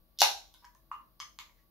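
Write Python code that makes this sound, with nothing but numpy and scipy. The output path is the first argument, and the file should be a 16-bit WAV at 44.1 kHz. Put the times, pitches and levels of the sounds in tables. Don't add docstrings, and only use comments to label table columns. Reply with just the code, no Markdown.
import sys
import numpy as np
from scipy import signal
from scipy.fft import rfft, irfft
from scipy.io import wavfile
from scipy.ndimage import uniform_filter1d, map_coordinates

SR = 44100
rng = np.random.default_rng(int(sys.argv[2]) if len(sys.argv) > 2 else 0)


def decibels_to_gain(level_db):
    exponent = np.asarray(level_db, float) / 20
    return 10 ** exponent


def waveform_to_disk(signal):
    frames = np.transpose(np.atleast_2d(signal))
    scaled = np.clip(frames, -1, 1) * 32767
    samples = np.round(scaled).astype(np.int16)
    wavfile.write(sys.argv[1], SR, samples)


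N = 74970


def curve(table, hz):
    points = np.array(table, float)
    return np.interp(np.log(np.maximum(hz, 1)), np.log(points[:, 0]), points[:, 1])


def colour(x, table):
    n = x.shape[-1]
    hz = np.arange(n // 2 + 1) * SR / n
    return irfft(rfft(x) * decibels_to_gain(curve(table, hz)), n)


def band(x, hz, width):
    return signal.lfilter(*signal.iirpeak(min(hz, .45 * SR), hz / width, fs=SR), x)


def decay(t, t60):
    return np.exp(-np.log(1000) * t / t60)


def ring(at, db, hz, t60, swell=1.11):
    out = np.zeros(N)
    start = int(at * SR)
    t = np.maximum(np.arange(start, min(N, start + SR // 5)) / SR - at, 0)
    onset = (1 - np.exp(-t * hz * swell)) ** 2
    tone = np.sin(2 * np.pi * hz * t)
    out[start:start + len(t)] = decibels_to_gain(db) * tone * onset * decay(t, np.clip(t60, .002, .15))
    return out


# (frequency [Hz], level per Hz [dB])
HISS = [(28, -23.5), (55, -5), (200, -17), (700, -21.5), (2500, -35), (4600, -30.5), (8000, -44.5),
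        (12000, -24), (16000, -24.5)]
# (frequency [Hz], side minus mid [dB])
HISS_SIDE = [(60, -8.5), (110, -2.5), (200, -6.5), (380, -4), (700, 1), (1290, 3), (2380, 0.5), (4400, 3),
             (8120, -10), (15000, -20.5)]
HUM_HZ = [46, 320, 638, 1139, 548, 183, 229, 63, 128]
# (level [dB], left minus right [dB])
HUM_LEVELS = [(-74.5, 11.5), (-85.5, -3.5), (-89.5, -2), (-88.5, 2.5), (-91.5, 1), (-87.5, -0.5),
              (-87, 5.5), (-85.5, 5), (-87.5, 4)]


def background():
    hiss_db, hum_db, waver_db = -71.5, 5.0, -2.5
    mid, side = colour(rng.standard_normal((2, N)), HISS)
    side = colour(side, HISS_SIDE)
    out = np.array([mid + side, mid - side]) * decibels_to_gain(hiss_db) / mid.std()
    t = np.arange(N) / SR
    for hz, (db, pan_db) in zip(HUM_HZ, HUM_LEVELS):
        wander = uniform_filter1d(rng.standard_normal(N), size=3000)
        drift = np.cumsum(wander) * (250 + hz / 8) / SR
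        waver = uniform_filter1d(rng.standard_normal(N), size=2500) * np.sqrt(2500)
        tone = decibels_to_gain(db + hum_db + waver_db * waver) * np.sin(2 * np.pi * (hz * t + drift))
        out = out + tone * decibels_to_gain(np.array([[pan_db], [-pan_db]]) / 2)
    shift_db, shift_hz, middle_s, half_s = -78.5, 170, .98, .17
    rumble = band(rng.standard_normal(N), shift_hz, shift_hz)
    return out + decibels_to_gain(shift_db) * rumble / rumble.std() * np.exp(-((t - middle_s) / half_s) ** 2)


# (frequency [Hz], level [dB], t60 [s])
SHELL_MODES = [(851, 0, 0.19), (970.6, -3.5, 0.17), (1043, -9.5, .16), (1162, -9, .15), (1192, -2, 0.22),
               (1275, 1.5, .15), (1554, -12, .2), (1740, -7, .22), (1950, -1.5, .2), (2118, -1, .2),
               (2830, -4.5, .22), (3260, -12.5, .22), (3700, -8, 0.19), (6250, -15.5, .22)]


def shell(x):
    level_db, spread_rad, build_s = -10.5, 0.39, 0.015
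    t = np.arange(SR // 2) / SR
    steps = spread_rad * rng.standard_normal(len(SHELL_MODES))
    ports = np.array([[1], [-1]])
    rings = 0
    for (hz, db, t60), step in zip(SHELL_MODES, steps):
        rings = rings + decibels_to_gain(db) * np.sin(2 * np.pi * hz * t + step * ports) * decay(t, t60)
    rings = rings * (1 - np.exp(-t / build_s))
    rings = rings / np.sqrt(np.mean(np.sum(rings ** 2, axis=1)))
    return decibels_to_gain(level_db) * signal.fftconvolve(x[None], rings)[:, :N]


# (frequency [Hz], t60 [s])
ROOM_T60 = [(250, 0.15), (700, 0.41), (1500, .3), (3500, 0.27), (7000, 0.4), (13000, 0.19)]
# (frequency [Hz], level [dB])
ROOM_COLOUR = [(300, -2), (620, -2), (820, -5.5), (1050, -3.5), (2500, 5.5), (5000, -2.5), (9000, 1),
               (14000, -0.5)]


def room(x):
    level_db, side_db, alike_hz = 2.5, -0.5, 600
    gap_s, build_s, thicken_s = .0015, 0.0045, 0.037
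    t = np.arange(SR) / SR
    late = np.maximum(t - gap_s, 0)
    sparse = np.exp(0.76 * rng.standard_normal(SR) * np.exp(-late / thicken_s))
    mid, side = rng.standard_normal((2, SR)) * sparse * (1 - np.exp(-late / build_s))
    side = decibels_to_gain(side_db) * signal.lfilter(*signal.butter(2, alike_hz, "high", fs=SR), side)
    both = np.array([mid + side, mid - side])
    tail = 0
    for hz in 200 * 2 ** np.arange(0, 6.4, .7):
        tail = tail + band(both, hz, hz / 2) * decay(t, curve(ROOM_T60, hz))
    tail = tail / np.sqrt(np.mean(np.sum(tail ** 2, axis=1)))
    return decibels_to_gain(level_db) * signal.fftconvolve(colour(x, ROOM_COLOUR)[None], tail)[:, :N]


# (time [s], level [dB], frequency [Hz], width [Hz])
UPWARD = [(0.9135, -35, 6200, 3950), (0.917, -33, 4200, 1200), (1.2012, -43, 10900, 6100),
          (1.3888, -61, 7560, 3000), (1.389, -53, 11500, 5000), (1.3885, -24, 14500, 3000)]


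def upward():
    out = np.zeros(N)
    for at, db, hz, width in UPWARD:
        click = 1. * (np.arange(N) == int(at * SR))
        out = out + decibels_to_gain(db) * band(click, hz, width)
    return out


# (start [s], length [s], level [dB], frequency [Hz], width [Hz])
SLIDES = [
    (0.62, 0.04, -60, 978, 60),
    (1.564, 0.048, -79, 2000, 294),
    (1.538, 0.11, -82, 4750, 2500),
]


def slides():
    out = np.zeros(N)
    t = np.arange(N) / SR
    for start, length, db, hz, width in SLIDES:
        rub = band(rng.standard_normal(N), hz, width)
        out = out + decibels_to_gain(db) * rub / rub.std() * np.sin(np.pi * np.clip((t - start) / length, 0, 1))
    return out


# (time [s],
# frequency [Hz], t60 [s])
CLINKS = [(.1752, 5000, .012), (.1752, 3700, .006), (.2228, 3450, .008), (.2283, 3850, .008),
          (.5403, 3500, .008), (.5453, 3800, .008), (.5455, 6600, .01), (.584, 5200, .02),
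          (.645, 1600, .015), (.650, 1920, .02), (.6475, 5390, .03), (.7490, 6300, .0028),
          (.7493, 9300, .005), (.752, 1750, .025), (.9150, 2500, .006), (.9155, 2860, .02),
          (.9165, 1750, .008), (.942, 2850, .015), (1.1955, 5000, .008), (1.2013, 3250, .02),
          (1.2012, 6200, .02), (1.2015, 2150, .015), (1.214, 9550, .015), (1.389, 11900, .003),
          (1.4955, 2100, .006), (1.544, 2200, .015), (1.59, 1900, .02), (1.2014, 1955, .09),
          (1.2014, 3265, .09), (1.2014, 4380, .08), (1.2014, 5200, .06), (1.2014, 6120, .1),
          (.7490, 1150, .005), (.666, 1650, .025), (.9155, 2835, .12), (.5352, 3700, .006)]
CLINK_DB = [-60, -49, -19, -14.5, -47, -45, -75, -60, -46, -54, -54.5, -46, -56, -61.5, -39, -55.5, -83,
            -51, -46, -54, -43, -79, -50, -47, -47.5, -80, -62, -56.5, -69, -55, -43, -48, -49, -61, -70,
            -70]


def clinks():
    return sum(ring(at, db, hz, t60, 1.0) for (at, hz, t60), db in zip(CLINKS, CLINK_DB))


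SMEAR_S = .00025
SCATTER_DB = 1.5
TICK_S = [.5402, .5452, .586, .6445, .651, .7490, .9160, 1.2009, 1.2065, 1.3883]
# (level [dB], tilt [dB per octave])
TICKS = [(-54.5, 7.5), (-58, 0.5), (-88.5, -13), (-56, -4), (-55, 3.5), (-58, 3.5), (-68.5, -10),
         (-36.5, -4.5), (-47, 0.5), (-32.5, -4)]
TICK_LONG = [1, 1, 1, 1, 1, .6, 1.5, 1.3, 1.3, .55]
# (frequency [Hz], level [dB], t60 [s])
TAB = [(1738, -9.5, 0.0094), (2210, -7.5, 0.0094), (3180, 8.5, 0.0037), (3440, -19.5, 0.013),
       (4330, 2, 0.0056), (4960, 3.5, 0.0067), (6100, 2.5, 0.0041), (7090, 7, 0.0016), (9400, -3, 0.0023),
       (10230, 1.5, 0.0013), (11650, 1.5, 0.0022), (13600, -1, 0.0017)]


def ticks():
    out = np.zeros(N)
    for at, (db, tilt_db), long in zip(TICK_S, TICKS, TICK_LONG):
        for hz, mode_db, t60 in TAB:
            chance = rng.standard_normal()
            level = db + mode_db + tilt_db * np.log2(hz / 4000) + SCATTER_DB * chance
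            out = out + ring(at + SMEAR_S * abs(chance), level, hz, t60 * long)
    return out


# (time [s], frequency [Hz], t60 [s])
KNOCKS = [(.5405, 1000, .015), (.5455, 1500, .015), (.6425, 985, .035), (.6485, 978, .045),
          (.7492, 1050, .015), (.9146, 1110, .0078), (.993, 1060, .03), (1.2004, 1110, .009),
          (1.3878, 1060, .007), (1.4950, 1000, .012)]
KNOCK_DB = [-52, -60, -48.5, -63, -48.5, -10.5, -50, -22.5, -23, -49.5]
# (pitch factor [1], level [dB])
BODY_OVERTONES = [(.86, -2), (1.65, -8), (1.95, -13.5), (2.55, -34)]


def knocks():
    out = np.zeros(N)
    for (at, hz, t60), db in zip(KNOCKS, KNOCK_DB):
        out = out + ring(at, db + 15.5, hz, t60, .2)
        for factor, mode_db in BODY_OVERTONES:
            out = out + ring(at, db + mode_db, hz * factor, t60, 0.12)
    return out


# (frequency [Hz], level [dB])
TAP_RADIATION = [(500, -21), (880, 0), (16000, 0.5)]


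def taps():
    return colour(clinks() + knocks() + ticks() + slides(), TAP_RADIATION)


# (frequency [Hz], width [Hz], level [dB])
GAS_PEAKS = [(4020, 530, 8), (5650, 1500, -11), (12400, 4800, -20.5)]
GAS_S = [.1872, .189, .205, .217, .23, .25, .3, .45, .62]
GAS_DB = [-80.5, -48, -39, -28.5, -39.5, -34, -51.5, -73, -84.5]


def gas():
    jet = sum(decibels_to_gain(db) * band(rng.standard_normal(N), hz, width) for hz, width, db in GAS_PEAKS)
    flow_db = np.interp(np.arange(N) / SR, GAS_S, GAS_DB, left=-150, right=-150)
    return jet / jet.std() * decibels_to_gain(flow_db)


# (frequency [Hz], level [dB], t60 [s])
POP = [(804.3, -6.5, 0.075), (810, 3.5, 0.011), (747, -10, 0.027), (908, -13, 0.065), (1596, 0.5, 0.0082),
       (1945, -7, 0.0073), (2874, -15.5, 0.022), (4010, -17.5, 0.023), (486, -17, .03)]


def pop():
    at, db = .2174, -13.5
    return sum(ring(at, db + mode_db, hz, t60, 2.7) for hz, mode_db, t60 in POP)


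TEAR_S = [.1877, .1891, .1940, .2008, .2032, .2063, .2078, .2117, .2150, .2176]
# (level [dB], ring pitch factor [1])
TEARS = [(-29, 1), (-24, .97), (-27, 1), (-25, 1.04), (-23, 1.04), (-13, 1.03), (-21, 1), (-21, .95),
         (-25, 1), (-4.5, .97)]
# (frequency [Hz], level [dB], t60 [s])
LID = [(3660, -4, 0.0057), (4318, -3, 0.0057), (5700, 2, 0.0041), (6770, -6, 0.003), (9430, -9.5, 0.003),
       (11800, -7, 0.0036), (13114, -12.5, 0.0044), (15200, -7, .003), (2900, -8, 0.0045)]


def tearing():
    out = np.zeros(N)
    for at, (db, factor) in zip(TEAR_S, TEARS):
        for hz, mode_db, t60 in LID:
            chance = rng.standard_normal()
            level = 2.5 + db + mode_db + SCATTER_DB * chance
            out = out + ring(at + SMEAR_S * abs(chance), level, hz * factor, t60, 1)
    return out


SEND_S = [.45, .53, .6, .65, .75, .88, 1.1, 1.3, 1.42, 1.49]
SEND_DB = [-1, -4.5, 5, -4.5, -3.5, -3, -1.5, -1, -1.5, -6]
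# (frequency [Hz], left minus right [dB])
PORT_PAN = [(250, -3.5), (1000, 0), (3000, -2), (5000, 1), (9000, 6.5), (13000, 4.5)]
# (frequency [Hz], level [dB])
MIC = [(150, -13), (300, -9.5), (550, 1), (6900, -0.5), (8400, -6.5), (9800, -4), (12000, -3),
       (15500, -8.5)]


def scene():
    can = tearing() + pop() + gas() + taps()
    sent = can * decibels_to_gain(np.interp(np.arange(N) / SR, SEND_S, SEND_DB))
    port_lag_s = .000015
    late = map_coordinates(can, [np.arange(N) - port_lag_s * SR], mode="nearest")
    left = colour(late, [(hz, db / 2) for hz, db in PORT_PAN])
    right = colour(can, [(hz, -db / 2) for hz, db in PORT_PAN])
    heard = np.array([left, right]) + room(sent + upward()) + shell(sent)
    return colour(heard, MIC) + background()


def roll_off(x):
    return signal.sosfilt(signal.butter(12, 16510, fs=SR, output="sos"), x)


def record(dry):
    cut = signal.sosfilt(signal.ellip(8, .2, 34, 15700, fs=SR, output="sos"), dry)
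    return roll_off(cut)


dry = scene()
out = record(dry)
waveform_to_disk(out)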